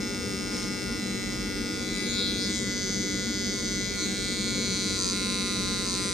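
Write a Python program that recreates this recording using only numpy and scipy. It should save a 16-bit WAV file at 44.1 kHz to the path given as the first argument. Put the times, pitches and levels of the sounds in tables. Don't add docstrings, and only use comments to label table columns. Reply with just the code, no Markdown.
import sys
import numpy as np
from scipy import signal
from scipy.fft import rfft, irfft, next_fast_len
from scipy.io import wavfile
from scipy.ndimage import uniform_filter1d, map_coordinates

SR = 44100
rng = np.random.default_rng(int(sys.argv[2]) if len(sys.argv) > 2 else 0)


def file_out(sig):
    cols = np.atleast_2d(sig).T
    lim = np.clip(cols, -1, 1)
    pcm = np.round(lim * 32767).astype(np.int16)
    wavfile.write(sys.argv[1], SR, pcm)


N = 270333
T = np.arange(N) / SR

# f/Hz, relative level/dB
EDGE_ON = [(760, -28), (1140, -17.5), (1330, -10.5), (1720, -21), (1910, -7), (2290, -6), (2480, -22),
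           (2670, -6.5), (2860, -23), (3620, -5), (3810, -17), (4000, -3.5), (4300, -12.5), (4950, -0.5),
           (5340, 1), (5600, -8.5), (6500, -3), (7100, -11.5), (7810, -14.5), (8500, -13.5), (9250, -12.5),
           (10290, -39)]
LIFTED = [(760, -25), (1900, -18), (2290, -3), (2490, -15), (2680, -13.5), (2950, -22), (3440, -1.5),
          (4010, -3), (4400, -1.5), (4970, -1.5), (5730, -9.5), (6500, -5), (7100, -10), (7600, -16),
          (8900, -15), (10320, -22)]
ABOVE_EAR = [(770, -25), (1530, -14.5), (1920, -12.5), (2110, -16), (2300, -8), (2490, -26), (3100, -18.5),
             (3400, -6.5), (3830, -9), (4020, -12.5), (4600, 1.5), (4980, 0), (5750, -8), (6130, 4.5),
             (6520, -2.5), (7200, -4.5), (7670, -15), (8400, -17.5), (8820, -12.5), (9400, -33),
             (10350, -44)]
BEHIND_EAR = [(760, -26.5), (1140, -25), (2060, -14.5), (2280, 0.5), (2470, -19), (2660, -18.5),
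              (3050, -22), (3240, -5.5), (4000, -4), (4380, 3.5), (4950, -4), (5450, -9), (5900, -8),
              (6200, 0), (7040, -5.5), (7610, -16), (7900, -10), (8900, -19.5), (9520, -14.5), (10280, -31)]
LOW_ON_EAR = [(750, -31), (1130, -28), (1320, -9), (1510, -20), (1690, -13), (1880, -20), (2070, -7.5),
              (2450, -10), (3010, -19), (3750, -4), (4500, -1), (4950, -1), (5270, -14), (5500, -6),
              (5840, -7), (6050, -2), (6400, -3), (6800, -16), (7200, -8.5), (7650, -12), (8660, -14),
              (9410, -17), (9980, -10), (10170, -48)]
# held from t/s, held to t/s, colour,
# odd-harmonic change at the blade's resonance/dB, limp/0-1, blade level before scene gains/dB,
# left minus right/dB, blade turned flat/0-1, distance the hand has travelled/m
GRIPS = [(0, 1.46, EDGE_ON, -5.5, 0.6, -36.5, 1.4, 0.13, 0.077),
         (2.03, 2.35, LIFTED, -7.5, 1, -34.5, 0.7, 0.33, 0.213),
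         (2.58, 3.8, ABOVE_EAR, -1, .15, -33, 0.6, 1, 0.292),
         (4.02, 4.55, BEHIND_EAR, -13, .2, -31, 1.3, 0.65, 0.323),
         (5.15, 5.2, LOW_ON_EAR, -15.5, 0.29, -31.5, 0, 0.5, 0.382),
         (5.919, 5.6, LOW_ON_EAR, -17, 0, -31, 0, 0.32, 0.34)]
# t/s, length/s, snip level/dB, speed lost before the motor's lag/turns per s
TUFTS = [(0.545, 0.09, -42.5, .3), (0.626, 0.09, -42.5, .4), (0.92, .1, -56, .25), (1.334, 0.11, -50, .25),
         (1.732, 0.04, -49, .05), (1.957, .06, -50, .55), (2.45, .05, -50, .6), (2.63, .09, -55, .5),
         (3.57, 0.12, -48, .75), (3.993, 0.1, -52, .55), (5.052, 0.13, -56, .1), (5.91, 0.13, -45, .3)]
ECHO_DB = -10


def undb(db):
    return 10 ** (np.asarray(db) / 20)


def curves(table):
    s, *columns = np.transpose(table)
    return [np.interp(T, s, column) for column in columns]


def colour(points, hz):
    f, db = np.transpose(points)
    return undb(np.interp(np.log(hz + 1), np.log(f), db))


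def unit(x):
    return x / np.sqrt(np.mean(x ** 2))


def shaped(x, points):
    size = next_fast_len(N, True)
    hz = np.fft.rfftfreq(size, 1 / SR)
    return irfft(rfft(x, size) * colour(points, hz), size)[..., :N]


def drift(per_s):
    knots = np.arange(0, T[-1] + 1, 1 / per_s)
    return np.interp(T, knots, rng.standard_normal(len(knots)))


def bump(s, length):
    return np.exp(-(2 * (T - s) / length) ** 4)


def clicks(at, sizes):
    taps = at.astype(int)[:, None] + np.arange(-8, 9)
    off = taps - at[:, None]
    shape = np.sinc(off) * np.cos(np.pi * off / 18) ** 2
    weights = sizes[:, None] * shape
    return np.bincount(np.clip(taps, 0, N).ravel(), weights.ravel(), N + 1)[:N]


def motor(push_hz, brisk, free_hz=95.85, lag_s=0.012, waver_per_s=22, waver_hz=0.2):
    # t/s, speed lost/turns per s
    skin_drag = [(0, 0.68), (0.9, 0.62), (1.15, 0.4), (1.6, 0.45), (1.9, .2), (2.9, 0), (3.85, 0.2),
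                 (4.2, 0.55), (4.8, 1), (4.97, 0.97), (5.06, 2.4), (5.135, 1.2), (5.2, 1.62), (5.8, 1.85),
                 (6, 2.6), (6.13, 2.45)]
    strain_from_hz, strain_span_hz = 0.53, 0.69
    follow = 1 / (lag_s * SR)
    load_hz = push_hz + sum(sag_hz * bump(s, length) for s, length, _, sag_hz in TUFTS)
    lost_hz = curves(skin_drag)[0] + signal.lfilter([follow], [1, follow - 1], load_hz)
    strain = np.tanh(np.maximum(lost_hz - strain_from_hz, 0) / strain_span_hz)
    turn_hz = free_hz - lost_hz + waver_hz * brisk * drift(waver_per_s)
    return np.cumsum(turn_hz) / SR, strain


def hand(brisk, tremor_per_s=8, tremor_m=0.0025, shake_m=0.027):
    level_db, pan_db, flat, travel = curves([(s, *grip[5:]) for grip in GRIPS for s in grip[:2]])
    tremor = (tremor_m + shake_m * brisk) * drift(tremor_per_s)
    return level_db, pan_db, flat, travel + tremor


def strokes(turns, pressure):
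    jitter_s, drag_jitter_s, hair_jitter_s, drag_lag_s = 2e-6, 2e-6, 2e-5, 0.00031
    limp_db, press_limp_db, scatter_db = 0.5, 3.0, 0.7
    stroke = np.arange(1, int(2 * turns[-1]) + 1)
    at = np.interp(stroke / 2, turns, np.arange(N))
    side = (-1.) ** stroke
    load, hair = pressure[at.astype(int)], hair_feed()[at.astype(int)]
    time_chance, size_chance = rng.standard_normal((len(at), 2)).T
    loose_s = jitter_s + drag_jitter_s * load + hair_jitter_s * hair / hair.max()
    at = at + SR * (time_chance * loose_s + drag_lag_s * load * side / 2)
    sizes = undb(scatter_db * size_chance + (limp_db + press_limp_db * load) * side)
    return unit(clicks(at, sizes)), unit(clicks(at, sizes * side))


def ring(points, lag_s, edge_hz=10100, size=2048, trail=.22):
    hz = np.fft.rfftfreq(size, 1 / SR)
    top_cut = 1 / np.sqrt(1 + (hz / edge_hz) ** 80)
    bass_cut = hz / np.hypot(hz, 500)
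    gain = colour(points, hz) * top_cut * bass_cut + 1e-3
    treble = (hz > 3000) & (hz < 10000)
    causal = 2 * trail * rfft(irfft(np.log(gain))[:size // 2], size).imag
    lags = np.interp(hz, np.linspace(0, SR / 2, len(lag_s)), lag_s)
    phase = causal - 2 * np.pi * np.cumsum(lags) * hz[1]
    level = np.sqrt(np.mean(gain[treble] ** 2))
    return np.roll(irfft(gain / level * np.exp(1j * phase)), size // 2)


def blade(turns, pressure, spread_s=0.00042, rub_db=-19, pressed_rub_db=-4, swell=1.0, count=56):
    # f/Hz, relative level/dB
    pressed_colour = [(740, -30), (1080, -2.5), (1330, -5), (1550, -22), (1850, -11), (2040, -17),
                      (2410, -7), (2960, -18), (3890, -8), (4630, 2), (5650, -8), (6200, 4), (6760, -2),
                      (7590, -7), (9720, -10.5)]
    # f/Hz, odd against even harmonics/dB
    unlike_colour = [(900, 0.5), (2200, -2), (2700, 7.5), (3400, 6), (5000, -5), (6200, -6), (8000, 2)]
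    # f/Hz, lead/0-1
    limp_lead = [(1000, .2), (2400, .7), (3600, .3), (5000, .15), (6300, .2), (8000, .6)]
    resonance_hz, resonance_octaves = 3840, 0.31
    glide_s = .22
    alike, unlike = strokes(turns, pressure)
    rub_gain = undb(rub_db + pressed_rub_db * pressure) * (1 + swell * np.cos(4 * np.pi * turns))
    source = alike + rub_gain * rng.standard_normal(N)
    lag_s = spread_s * rng.permutation(np.linspace(-2, 2, count))

    def radiate(points, scoop_db, limp):
        knock = ring(points, lag_s)
        hz = np.fft.rfftfreq(len(knock), 1 / SR)
        octaves = np.log2((hz + 1) / resonance_hz)
        scoop = undb(scoop_db * np.exp(-(octaves / resonance_octaves) ** 2))
        return_phase = np.arccos(np.clip(limp * np.interp(hz, *np.transpose(limp_lead)), 0, 1))
        odd_gain = colour(unlike_colour, hz) * scoop
        twin = irfft(rfft(knock) * odd_gain * np.exp(1j * return_phase))
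        both = signal.oaconvolve(source, knock, "same") + signal.oaconvolve(unlike, twin, "same")
        return both / np.hypot(1, np.linalg.norm(twin) / np.linalg.norm(knock))

    times = np.ravel([grip[:2] for grip in GRIPS])
    free = 0
    for row, grip in zip(np.eye(len(GRIPS)), GRIPS):
        share = uniform_filter1d(np.interp(T, times, np.repeat(row, 2)), int(glide_s * SR))
        free = free + share * radiate(*grip[2:5])
    pressed = signal.oaconvolve(source, ring(pressed_colour, lag_s), "same")
    return (1 - pressure) * free + pressure * pressed


def lobes(x, brisk, size=512):
    # t/s, length/s, centre f/Hz, width/Hz, gain/dB
    strong_beams = [(.92, .12, 7500, 2000, -5), (1.55, 0.22, 7360, 1400, -6), (1.6, .45, 8500, 700, 2),
                    (1.888, .12, 5460, 1800, -1), (1.983, 0.051, 5900, 2200, 2),
                    (2.05, 0.076, 4030, 1000, -5), (2.05, 0.034, 7400, 1500, -10),
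                    (2.116, 0.079, 6700, 1000, 9), (2.23, 0.16, 3720, 905, 4.5),
                    (2.34, .08, 4550, 1000, -2), (2.35, .08, 6200, 700, 5.5), (2.23, .09, 5840, 1400, -1),
                    (2.44, .1, 5240, 900, 7), (2.6, 0.17, 8150, 2600, 6.5), (6.077, 0.25, 8400, 2000, 5.5)]
    lobe_hz, lobes_per_s, moving_lobes_per_s = 250, 3.5, 14
    lobe_db, moving_lobe_db, narrow_beams_hz = 1.4, 1.1, 5000
    hz, s, spectrum = signal.stft(x, SR, nperseg=size, noverlap=size * 3 // 4)
    f = hz[:, None]
    brisk = np.interp(s, T, brisk)
    passed = np.cumsum(lobes_per_s + moving_lobes_per_s * brisk) * s[1]
    pattern = rng.standard_normal((64, 64))
    beams = map_coordinates(pattern, np.meshgrid(hz / lobe_hz, passed, indexing="ij"), mode="mirror")
    depth_db = (lobe_db + moving_lobe_db * brisk) * np.clip(f / narrow_beams_hz, 1, 2)
    weak_db = depth_db * (np.clip(beams, -2, 1.5) - depth_db * np.log(10) / 40)
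    strong_db = 0
    for at, length, centre, width, db in strong_beams:
        strong_db = strong_db + db * np.exp(-(2 * (f - centre) / width) ** 2 - (2 * (s - at) / length) ** 2)
    beamed = spectrum * undb(weak_db + strong_db)
    return signal.istft(beamed, SR, nperseg=size, noverlap=size * 3 // 4)[1][:N]


def teeth_hiss(turns, hiss_db=-56.5, swell=0.35):
    # f/Hz, relative level/dB
    fine_hiss = [(5000, -35), (8500, -10), (10000, -3), (11000, -7), (13500, 0), (14500, 0), (15200, -8)]
    gate = 1 + swell * np.cos(4 * np.pi * turns)
    return undb(hiss_db) * unit(shaped(gate * rng.standard_normal(N), fine_hiss))


def ears(x, count=60):
    # f/Hz, spread/radians
    ear_phase = [(500, 1.1), (2200, 0.057), (4000, 0.82), (8000, 1.3), (12000, .8)]
    size = next_fast_len(N, True)
    hz = np.fft.rfftfreq(size, 1 / SR)
    wander = np.interp(hz, np.linspace(0, SR / 2, count), rng.permutation(np.linspace(-2, 2, count)))
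    phase = wander * np.interp(hz, *np.transpose(ear_phase))
    return irfft(rfft(x, size) * np.exp(.5j * np.array([phase, -phase])), size)[:, :N]


def walls(x, travel, nearest_s=0.002002, farthest_s=.014, count=8, tail_db=-14, t60_s=.35):
    shift_s = uniform_filter1d(travel, SR // 10, mode="nearest") / 343
    t = np.arange(SR // 2) / SR
    channels = []
    for _ in range(2):
        paths = zip(rng.uniform(nearest_s, farthest_s, count), rng.uniform(-0.98, 1, count))
        echoes = sum(np.interp(T - delay - facing * shift_s, T, x) for delay, facing in paths)
        early = echoes / np.sqrt(count)
        tail = rng.standard_normal(len(t)) * np.exp(-np.log(1000) * t / t60_s)
        late = signal.fftconvolve(early, tail / np.linalg.norm(tail))[:N]
        channels.append(undb(ECHO_DB) * early + undb(tail_db) * late)
    return np.array(channels)


def whine(turns, flat, strain, brisk, ear_phase=0.3, pan_db=1.8, loose_turns=0.38):
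    # multiple of the turn rate, level before pan and waver/dB,
    # change with the blade turned flat/dB, change under full strain/dB
    harmonics = [(8, -60.5, -3.5, -3), (9, -56.5, -21, 4), (11, -64, 0, 17), (13, -54.5, -10, 4.5),
                 (15, -48.5, 2.5, 1), (17, -53, -4.5, -3), (21, -51, 9, -6), (23, -54.5, 4.5, 5)]
    waver_db, moving_waver_db, waver_per_s = 2.1, 2.5, 10
    left_right = np.array([[1], [-1]])
    out = 0
    for order, db, flat_db, strain_db in harmonics:
        phase = 2 * np.pi * (order * turns + loose_turns * rng.standard_normal())
        phase = phase + ear_phase * rng.choice([-1, 1]) * left_right
        waver = (waver_db + moving_waver_db * brisk) * drift(waver_per_s)
        level_db = db + flat_db * flat + strain_db * strain + waver
        out = out + undb(level_db) * np.sqrt(2) * np.sin(phase)
    return out * undb(left_right * pan_db / 2)


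def rumble(mid_db=-33, pan_db=1.5):
    # f/Hz, relative level/dB
    noise_colour = [(20, -33), (31, -31), (39, -8), (100, -7), (160, -12), (260, -8), (345, -13),
                    (480, -12.5), (570, -16), (700, -25), (1100, -30), (3000, -38), (9000, -35),
                    (15000, -105)]
    # f/Hz, half-width/Hz, lift/dB
    room_modes = [(41.9, 5.6, 9.8), (67, 10.4, 3.4), (128.2, 29.6, 6.8), (194.5, 25.9, 15.9),
                  (232.4, 26.2, 14.1), (292.1, 18.8, 13.5), (317.4, 16.2, 13.6), (390.4, 40, 11),
                  (457.4, 18, 7.1), (487.6, 18.4, 8.1), (537, 4.9, 5.1)]
    # f/Hz, side minus mid/dB
    side_colour = [(35, -24), (65, -2.5), (130, -13.5), (400, -7), (700, 3.5), (15000, -11)]
    size = next_fast_len(N, True)
    hz = np.fft.rfftfreq(size, 1 / SR)
    lift_db = sum(db * np.exp(-2 * ((hz - f) / width) ** 2) for f, width, db in room_modes)
    noise = rfft(rng.standard_normal((2, size)))
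    mid, side = irfft(noise * colour(noise_colour, hz) * undb(lift_db), size)[:, :N]
    left_right = np.array([[1], [-1]])
    stereo = unit(mid) + left_right * shaped(unit(side), side_colour)
    return undb(mid_db + left_right * pan_db / 2) * stereo


def hair_feed():
    return sum(undb(db) * bump(s, length) for s, length, db, _ in TUFTS)


def snips(turns, hairs_per_s=1200, spread_db=4.0):
    # f/Hz, relative level/dB
    snip_colour = [(800, -8), (2000, 15), (3000, 12), (4000, 16), (5300, 18), (6500, 14), (8000, 9),
                   (10000, 7), (11500, -14), (15000, -24)]
    closing = (1 + np.cos(4 * np.pi * turns)) / 2
    struck = rng.random(N) < 2 * closing * hairs_per_s / SR
    snaps = struck * undb(spread_db * rng.standard_normal(N)) * rng.choice([-1, 1], N)
    return hair_feed() * unit(shaped(snaps, snip_colour))


def case(x, ring_hz=3932, width_hz=110):
    # t/s, added gain
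    case_ring = [(.96, 0), (1.02, 1.1), (1.26, 0.97), (1.34, 0), (1.72, 0.69), (1.88, 2.2), (1.98, 1.3),
                 (2.05, 1.8)]
    return x + curves(case_ring)[0] * signal.lfilter(*signal.iirpeak(ring_hz, ring_hz / width_hz, SR), x)


def moves():
    # middle t/s, length/s, briskness/0-1
    swings = [(2.201, 0.86, 0.98), (3.976, 0.43, 0.53)]
    return sum(size * bump(s, length) for s, length, size in swings)


def pushes():
    # from t/s, release from t/s, ramp/s, pressure/0-1, speed lost before the motor's lag/turns per s
    presses = [(4.964, 5.113, 0.029, 0.74, 1.9), (5.836, 5.944, 0.053, 0.66, 0.88)]
    pressure, lost_hz = 0, 0
    for start, end, ramp, force, sag_hz in presses:
        held = np.clip((T - start) / ramp, 0, 1) - np.clip((T - end) / ramp, 0, 1)
        pressure = pressure + force * held
        lost_hz = lost_hz + sag_hz * held
    return np.clip(pressure, 0, 1), lost_hz


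def scene(blade_db=3.0, press_db=2.5, clear_echo_db=6):
    brisk = moves()
    level_db, pan_db, flat, travel = hand(brisk)
    pressure, push_hz = pushes()
    turns, strain = motor(push_hz, brisk)
    buzz = undb(level_db + blade_db + press_db * pressure) * case(blade(turns, pressure))
    head = lobes(buzz, brisk) + snips(turns)
    echo = undb(clear_echo_db * brisk)
    direct = np.sqrt(1 - undb(2 * ECHO_DB) * (echo ** 2 - 1))
    near = ears(direct * head + teeth_hiss(turns)) + echo * walls(head, travel)
    near = near * undb(np.array([pan_db, -pan_db]) / 2)
    return near + whine(turns, flat, strain, brisk) + rumble()


def record(dry, top_hz=15100):
    return signal.sosfilt(signal.ellip(10, .2, 80, top_hz, fs=SR, output="sos"), dry)


dry = scene()
out = record(dry)
file_out(out)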